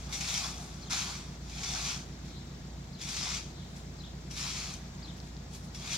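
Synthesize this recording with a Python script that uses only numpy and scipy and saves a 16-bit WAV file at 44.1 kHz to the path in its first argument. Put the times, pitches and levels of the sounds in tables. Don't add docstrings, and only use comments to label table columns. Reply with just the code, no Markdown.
import sys
import numpy as np
from scipy import signal
from scipy.fft import rfft, irfft, next_fast_len
from scipy.io import wavfile
from scipy.ndimage import uniform_filter1d

SR = 44100
rng = np.random.default_rng(int(sys.argv[2]) if len(sys.argv) > 2 else 0)


def decibels_to_gain(level_db):
    exponent = np.asarray(level_db, float) / 20
    return 10 ** exponent


def materialize(psi):
    bounded = np.clip(np.atleast_2d(psi).T, -1, 1)
    quanta = np.round(bounded * 32767).astype(np.int16)
    wavfile.write(sys.argv[1], SR, quanta)


N = 263277


def evened(x):
    return x / np.sqrt(np.mean(x ** 2) + 1e-20)


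def read(points, hz):
    f, value = np.transpose(points)
    return np.interp(np.log(hz + 1), np.log(f + 1), value)


def colour(x, gain_db):
    size = next_fast_len(N)
    gain = decibels_to_gain(gain_db(np.fft.rfftfreq(size, 1 / SR)))
    return irfft(rfft(x, size) * gain, size)[..., :N]


def resonate(x, hz, width_hz):
    turn = np.exp(2j * np.pi * np.cumsum(hz * np.ones(N)) / SR)
    r = np.exp(-np.pi * width_hz / SR)
    return 2 * (turn * signal.lfilter([1 - r], [1, -r], x / turn)).real


def drift(smooth_s):
    size = max(int(smooth_s * SR), 1)
    return evened(uniform_filter1d(uniform_filter1d(rng.standard_normal(N), size), size))


def patched(x, db, frames=3, bins=4):
    z = signal.stft(x, nperseg=256)[2]
    field = uniform_filter1d(rng.standard_normal(z.shape[1:]), bins, 0)
    field = uniform_filter1d(field, frames, 1)
    return signal.istft(z * decibels_to_gain(db * evened(field)), nperseg=256)[1][:, :N]


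def walls(x, t60_s, start_s):
    t = np.arange(SR // 2) / SR
    signs = rng.choice([-1., 1.], (2, len(t)))
    hits = rng.random((2, len(t))) < .06
    taps = signs * hits * (t > start_s) * decibels_to_gain(-60 * t / t60_s)
    taps = taps / np.linalg.norm(taps, axis=1, keepdims=True)
    return signal.fftconvolve(x, taps, axes=1)[:, :N]


def pings(events, cycles, glide):
    out = np.zeros(N)
    t = np.arange(400) / SR
    for s, db, hz in events:
        tone = np.sin(2 * np.pi * hz * t * (1 + glide * hz * t))
        ping = decibels_to_gain(db) * tone * np.exp(-hz * t / cycles) * np.minimum(hz * t, 1)
        out[round(s * SR):][:len(t)] += ping
    return out


def bump(s, db, rise_s, fall_s):
    t = np.arange(N) / SR - s
    return decibels_to_gain(db) * np.exp(np.where(t < 0, t / rise_s, -t / fall_s))


def broom():
    # (time [s], peak level [dB], swell [s], fade [s])
    splash_events = [(0.135, -71, .006, 0.025), (0.63, -66, 0.09, .05), (3.02, -63, .008, .08),
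                     (3.13, -60, .03, .04), (3.72, -71, .08, .04), (4.315, -65, .006, 0.036),
                     (4.735, -63, .01, .02), (5.25, -74, .03, .04), (5.58, -70, .03, .03),
                     (5.65, -71, .015, 0.027), (5.752, -66, .004, 0.017)]
    # (time [s], peak level [dB], pitch [Hz])
    grit_catches = [(0.1344, -38.5, 5650), (0.3474, -16, 3150), (0.3774, -9, 6000), (0.9058, -17, 5150),
                    (1.6444, -21, 5000), (1.7494, -17, 5350), (1.8756, -34, 5130), (3.0126, -20, 4930),
                    (4.7386, -20, 6250), (5.7458, -31, 4980)]
    scratch_db, low_db, knock_db, spray_db, pan_db = handling()
    slips = bristle_slips()
    scratch = bristle_scratch(slips)
    spray = water_spray(slips)
    head = broom_head(slips, scratch_db, low_db, knock_db)
    effort = decibels_to_gain(scratch_db + 0.1) + bites(fade_s=0.011)
    near = effort * (scratch + decibels_to_gain(np.minimum(spray_db, -8)) * spray) + head
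    near = decibels_to_gain(pan_db * np.array([[.3], [-.3]])) * near
    near = near + sum(bump(*row) for row in splash_events) * spray
    near = near + decibels_to_gain(-13.0) * pings(grit_catches, cycles=12.6, glide=0.00039)
    near = colour(near, lambda hz: read([(300, -36), (650, 0)], hz))
    return near + decibels_to_gain(-7) * walls(near, t60_s=0.15, start_s=.006)


def handling():
    # (time [s], scratch level [dB])
    stroke_pressure = [
        [(0.0, -54), (0.105, -56.5), (0.135, -38), (0.18, -42), (0.35, -36), (0.47, -40.5), (0.55, -49.5),
         (0.78, -57), (0.888, -57)],
        [(0.895, -52), (0.908, -37.5), (0.926, -33), (1.004, -36.5), (1.138, -42.5), (1.3, -58.5), (1.36, -58)],
        [(1.41, -63), (1.53, -49.5), (1.65, -40.5), (1.73, -38), (1.85, -38.5), (1.894, -35.5), (1.964, -42.5),
         (2.05, -58), (2.14, -65)],
        [(2.995, -59), (3.017, -43), (3.041, -45), (3.127, -40), (3.267, -37), (3.371, -38), (3.417, -49.5),
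         (3.52, -60)],
        [(4.28, -77), (4.312, -48.5), (4.335, -50), (4.38, -40), (4.45, -39.5), (4.64, -41.5), (4.715, -46.5),
         (4.79, -59), (4.9, -68)],
        [(5.73, -78), (5.748, -52), (5.78, -53.5), (5.81, -47), (5.845, -46), (5.93, -37), (5.97, -39)],
    ]
    # (low head ring [dB rel], head knock [dB rel], spray [dB rel], left-right [dB])
    stroke_grips = [(-15.5, -12, -16.5, -1.5), (-30, -12, -18.5, -3), (-17.5, -12.5, -20.5, -3),
                    (-24, -13.5, -23, -1), (-40, -14, -18.5, -1.5), (-32, -12.5, -18.5, -1)]
    # (time [s], peak level [dB], release [s], spray [dB rel])
    return_touches = [(2.256, -57, .012, -11), (2.284, -56.5, 0.045, -21), (3.766, -58.5, 0.041, -7),
                      (5.17, -68, .05, -9), (5.274, -60, .02, -15), (5.516, -57, .02, -20),
                      (5.544, -50.5, 0.028, -7), (5.646, -60, 0.014, -8)]
    touch_rise_s, touch_head_db = 0.01, -10.5
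    full_db, head_follows, spray_follows = -38.5, 0.74, 0.99
    knock_rise_db_per_s, spray_fall_db_per_s = 5.5, 5

    t, out = np.arange(N) / SR, np.zeros((5, N))
    wet, brush = 1e-9, 1e-8
    for s, db, fall_s, spray_db in return_touches:
        wet = wet + bump(s, db + spray_db, touch_rise_s, fall_s)
        brush = brush + bump(s, db, touch_rise_s, fall_s)
    out[0] = 20 * np.log10(brush)
    out[1:3] = touch_head_db
    out[3] = 20 * np.log10(wet / brush)
    for rows, (low_db, knock_db, spray_db, pan_db) in zip(stroke_pressure, stroke_grips):
        s, db = np.transpose(rows)
        inside = (t >= s[0]) & (t <= s[-1])
        level_db = np.interp(t[inside], s, db)
        late_s = t[inside] - s[np.argmax(db)]
        drop_db = full_db - level_db
        slack_db = (1 - head_follows) * drop_db
        out[0, inside] = level_db
        out[1, inside] = low_db + slack_db
        out[2, inside] = knock_db + slack_db + knock_rise_db_per_s * late_s
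        out[3, inside] = spray_db + (1 - spray_follows) * drop_db - spray_fall_db_per_s * late_s
        out[4, inside] = pan_db
    return out


def bristle_slips():
    sizes = decibels_to_gain(2.0 * np.minimum(rng.exponential(1, (3, N)), 4))
    slips = rng.standard_normal((3, N)) * sizes * (rng.random((3, N)) < 14000 / SR)
    slips = 0.82 * slips[0] + 0.63 * slips[1:]
    slips = patched(slips * decibels_to_gain(0.61 * drift(0.0044)), db=0.5)
    return patched(slips, db=1.2, frames=12, bins=2)


def bristle_scratch(slips):
    scratch_spectrum = [(700, -35), (1300, -16.5), (1700, -8), (2200, -1.5), (2500, -1), (2820, -4),
                        (3250, -3.5), (3930, -0.5), (5810, -1.5), (6750, -2), (7910, -11.5), (9500, -20.5),
                        (12400, -40)]
    tuft_tones = [(2430, 380, -34), (3400, 150, -19.5), (4970, 160, -23), (5820, 380, -15)]  # (frequency [Hz], width [Hz], level [dB])
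    scratch = evened(colour(slips, lambda hz: read(scratch_spectrum, hz)))
    for hz, width_hz, db in tuft_tones:
        gain = decibels_to_gain(db + 4 * np.clip(drift(.015), -3, 1.6))
        tone = resonate(slips, hz * (1 + .07 * drift(.05)), width_hz)
        scratch = scratch + gain * evened(resonate(tone, hz, 3 * width_hz))
    return scratch


def water_spray(slips):
    spray_spectrum = [(6000, -17.5), (8500, 2), (11000, -8), (13500, -11), (16000, -29)]  # (frequency [Hz], density [dB per Hz])
    return evened(colour(slips, lambda hz: read(spray_spectrum, hz) - 60 * (hz < 6000)))


def broom_head(slips, scratch_db, low_db, knock_db):
    head_resonances = [(780, 310), (1140, 960)]  # (frequency [Hz], width [Hz])
    # (time [s], low ring [dB], knock [dB], fade [s])
    rut_thumps = [(0.102, -62, -52, 0.014), (0.455, -55, -47.5, 0.031), (0.6, -57, -66, 0.073),
                  (0.93, -58, -44.5, 0.045), (1.08, -66, -52, 0.038), (1.61, -60, -63, 0.036),
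                  (1.76, -51, -49.5, 0.032), (1.9, -73, -53, 0.02), (3.27, -63, -51, 0.044),
                  (4.45, -77, -50.5, 0.047), (4.71, -60, -68, 0.016), (5.85, -65, -66, 0.018)]
    low, knock = (evened(resonate(resonate(slips, hz, width_hz), hz, width_hz))
                  for hz, width_hz in head_resonances)
    head = decibels_to_gain(scratch_db) * (decibels_to_gain(low_db - 3.5) * low + decibels_to_gain(knock_db - 2.0) * knock)
    for s, ring_db, thud_db, fade_s in rut_thumps:
        head = head + bump(s, 0, 0.017, fade_s) * (decibels_to_gain(ring_db) * low + decibels_to_gain(thud_db) * knock)
    return head


def bites(fade_s):
    bite_events = [(0.0922, -42), (0.125, -31.5), (0.2074, -29.5), (0.2853, -31), (0.339, -29),
                   (0.375, -32), (0.9078, -41), (1.495, -43), (1.5788, -44), (1.6312, -32), (1.8417, -38),
                   (1.9006, -37), (2.9876, -44), (3.0135, -37), (3.0874, -36), (3.1662, -30), (3.7673, -52),
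                   (4.3101, -42), (4.362, -42), (4.738, -35), (5.1667, -47), (5.5318, -50), (5.7465, -38),
                   (5.8671, -45), (5.9304, -30)]
    train = np.zeros(N)
    for s, db in bite_events:
        train[round(s * SR)] = decibels_to_gain(db - 10.5)
    t = np.arange(4000) / SR
    return signal.oaconvolve(train, np.minimum(t / 0.0022, 1) * np.exp(-t / fade_s))[:N]


def birds():
    # (time from chirp start [s], pitch [Hz], level [dB])
    chirp_notes = [
        [(0, 3500, -14), (.005, 4300, -5), (.013, 5300, -4), (.019, 4450, -5), (.028, 4000, 0),
         (.035, 4150, -3), (.041, 3300, -8), (.043, 3000, -45)],
        [(.049, 3000, -45), (.053, 3080, -5), (.069, 3900, -3), (.078, 3500, -6), (.088, 3000, -10),
         (.093, 2850, -40)],
    ]
    # (time [s], level [dB], pitch factor [ratio], length factor [ratio])
    chirp_events = [(.809, -51.5, 1.0, .96), (2.926, -53, 1.0, 1.02), (3.98, -51, .99, 1.0),
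                    (5.022, -49.5, 1.0, 1.02)]
    # (loudest time [s], level [dB], swell [s], fade [s])
    chatter_events = [
        (2.365, -56, 0.074, 0.11),
        (3.59, -57, 0.05, 0.14),
        (4.075, -53.5, 0.015, 0.028),
    ]

    s, hz, db = np.vstack(chirp_notes).T
    out = np.zeros(N)
    rasp = 1 + .014 * drift(.0008)
    flutter_db = 2.0 * drift(.003)
    for start_s, level_db, factor, length in chirp_events:
        t = np.arange(0, s[-1], 1 / SR / length)
        first = round(start_s * SR)
        at = slice(first, first + len(t))
        pitch_hz = factor * np.interp(t, s, hz) * rasp[at]
        tone = np.sin(2 * np.pi * np.cumsum(pitch_hz) / SR)
        out[at] += np.sqrt(2) * decibels_to_gain(level_db + np.interp(t, s, db) + flutter_db[at]) * tone
    echoes = decibels_to_gain(-14) * np.roll(out, 1150) + decibels_to_gain(-5.5) * walls(out[None], t60_s=.3, start_s=.004)
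    far = resonate(rng.standard_normal((2, N)), 3800 + 250 * drift(.015), 750)
    far = evened(resonate(far, 3800, 1100))
    far = sum(bump(*row) for row in chatter_events) * decibels_to_gain(1.4 * drift(0.013)) * far
    return out * decibels_to_gain(np.array([[.8], [-.8]])) + echoes + far


def roof_drips():
    drip_events = [(3.767, -33, 5460), (4.0225, -38, 5400), (5.2021, -29.5, 4400), (5.242, -39, 4800),
                   (5.3672, -32, 4400)]
    drips = pings(drip_events, cycles=1.8, glide=0.0186)
    return drips + decibels_to_gain(-9) * walls(drips[None], t60_s=.15, start_s=0.006)


def engine():
    # (time [s], rate [cycles/s])
    cycle_speed = [(0.0, 7.394), (0.85, 7.366), (1.71, 7.392), (2.56, 7.362), (3.41, 7.355), (4.26, 7.332),
                   (5.12, 7.336), (5.97, 7.35)]
    main_orders = [(8, -48.8), (12, -54.8), (16, -62.0), (18, -63.4), (19, -52.4), (20, -55.4), (23, -68.6),
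                   (24, -54.1), (25, -59.7), (27, -63.5), (28, -61.5), (32, -60.3), (33, -66.1)]
    faint_orders = [(4, -76), (9, -70), (17, -71), (26, -69), (39, -72), (40, -71), (44, -73), (48, -73)]  # (multiple of the cycle, level [dB rms])
    # (time [s], level [dB rms])
    exhaust_level = [(0.0, -43), (0.25, -49), (0.58, -48.5), (1.0, -50.5), (1.55, -45.5), (1.65, -48.5),
                     (2.05, -47.5), (2.58, -50), (2.74, -42.5), (2.92, -55), (3.19, -50), (3.32, -47),
                     (3.43, -49.5), (3.72, -50), (3.85, -48.5), (5.14, -48.5), (5.62, -50), (5.97, -50.5)]
    strong_firing_cycles, pipe_lag_cycles = .55, .022

    t = np.arange(N) / SR
    cycles = np.cumsum(np.interp(t, *np.transpose(cycle_speed))) / SR
    path = rng.random(128)[::2]
    out = sum(decibels_to_gain(db) * np.cos(2 * np.pi * (k * cycles + path[14 + k])) for k, db in faint_orders)
    exhaust_db = np.interp(t, *np.transpose(exhaust_level)) + 1.06 * drift(.08)
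    for k, db in [(8, exhaust_db)] + main_orders[1:]:
        lag = strong_firing_cycles * k + pipe_lag_cycles * (k - 19) ** 2 / 2
        out += decibels_to_gain(db) * np.cos(2 * np.pi * (k * cycles - lag + path[int(k + 1) // 4]))
    return np.sqrt(2) * out * np.ones((2, 1))


def background():
    port_likeness = [(60, 0.99), (130, 0.78), (290, 0.97), (640, 0.34), (1410, -0.1), (3100, 0.18),
                     (6820, -0.67), (15000, 0.34)]
    rumble_spectrum = [(25, -27), (38, -4), (56, -6.5), (75, 1.5), (105, -9.5), (138, -2.5), (200, -7),
                       (225, -7), (330, -8.5), (450, -13), (700, -26)]
    air_spectrum = [(300, -17.5), (480, -11), (700, 3.5), (1100, -2), (2100, -4.5), (2900, -8.5),
                    (3600, -4.5), (5000, -5.5), (6800, -8.5), (7450, -5.5), (8050, -18.5), (10500, -27.5),
                    (16000, -28.5)]
    size = next_fast_len(N)
    same = np.clip(read(port_likeness, np.fft.rfftfreq(size, 1 / SR)), -1, 1)
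    left, other = rfft(rng.standard_normal((2, size)))
    right = same * left + np.sqrt(1 - same ** 2) * other
    noise = irfft(np.array([left, right]), size)[:, :N]
    rumble = evened(colour(
        noise, lambda hz: read(rumble_spectrum, hz) - 40 * (hz > 700) - 30 * (hz < 25)))
    air = evened(colour(patched(noise, db=1.5), lambda hz: read(air_spectrum, hz)))
    return decibels_to_gain(-51.5) * rumble + decibels_to_gain(-53.5 + .6 * drift(0.6)) * air


def scene():
    return broom() + birds() + roof_drips() + engine() + background()


def roll_off(x):
    return signal.sosfilt(signal.butter(12, 15800, fs=SR, output="sos"), x)


def record(dry):
    # (frequency [Hz], left-right level [dB], lag of the left [rad])
    port_pair = [(60, -0.6, 0), (203, -0.5, 0), (725, -1.5, -0.85), (1730, 0.5, 1.56), (2260, -1.5, 0.96),
                 (3450, 2.5, 0), (4930, 5, 0.38), (6070, 7.5, 2), (7280, 4, 1), (9170, -1.5, 3.5),
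                 (11250, -7, 5), (13000, -6.5, 4), (16000, -11, 8)]
    size = next_fast_len(N)
    hz = np.fft.rfftfreq(size, 1 / SR)
    f, db, lag_rad = np.transpose(port_pair)
    half = np.array([[.5], [-.5]])
    gain = decibels_to_gain(half * read(np.c_[f, db], hz))
    phase = np.exp(-1j * half * read(np.c_[f, lag_rad], hz))
    ports = irfft(rfft(dry, size) * gain * phase, size)[:, :N]
    mix = ports + decibels_to_gain(-75) * rng.standard_normal((2, N))
    return roll_off(mix)


dry = scene()
out = record(dry)
materialize(out)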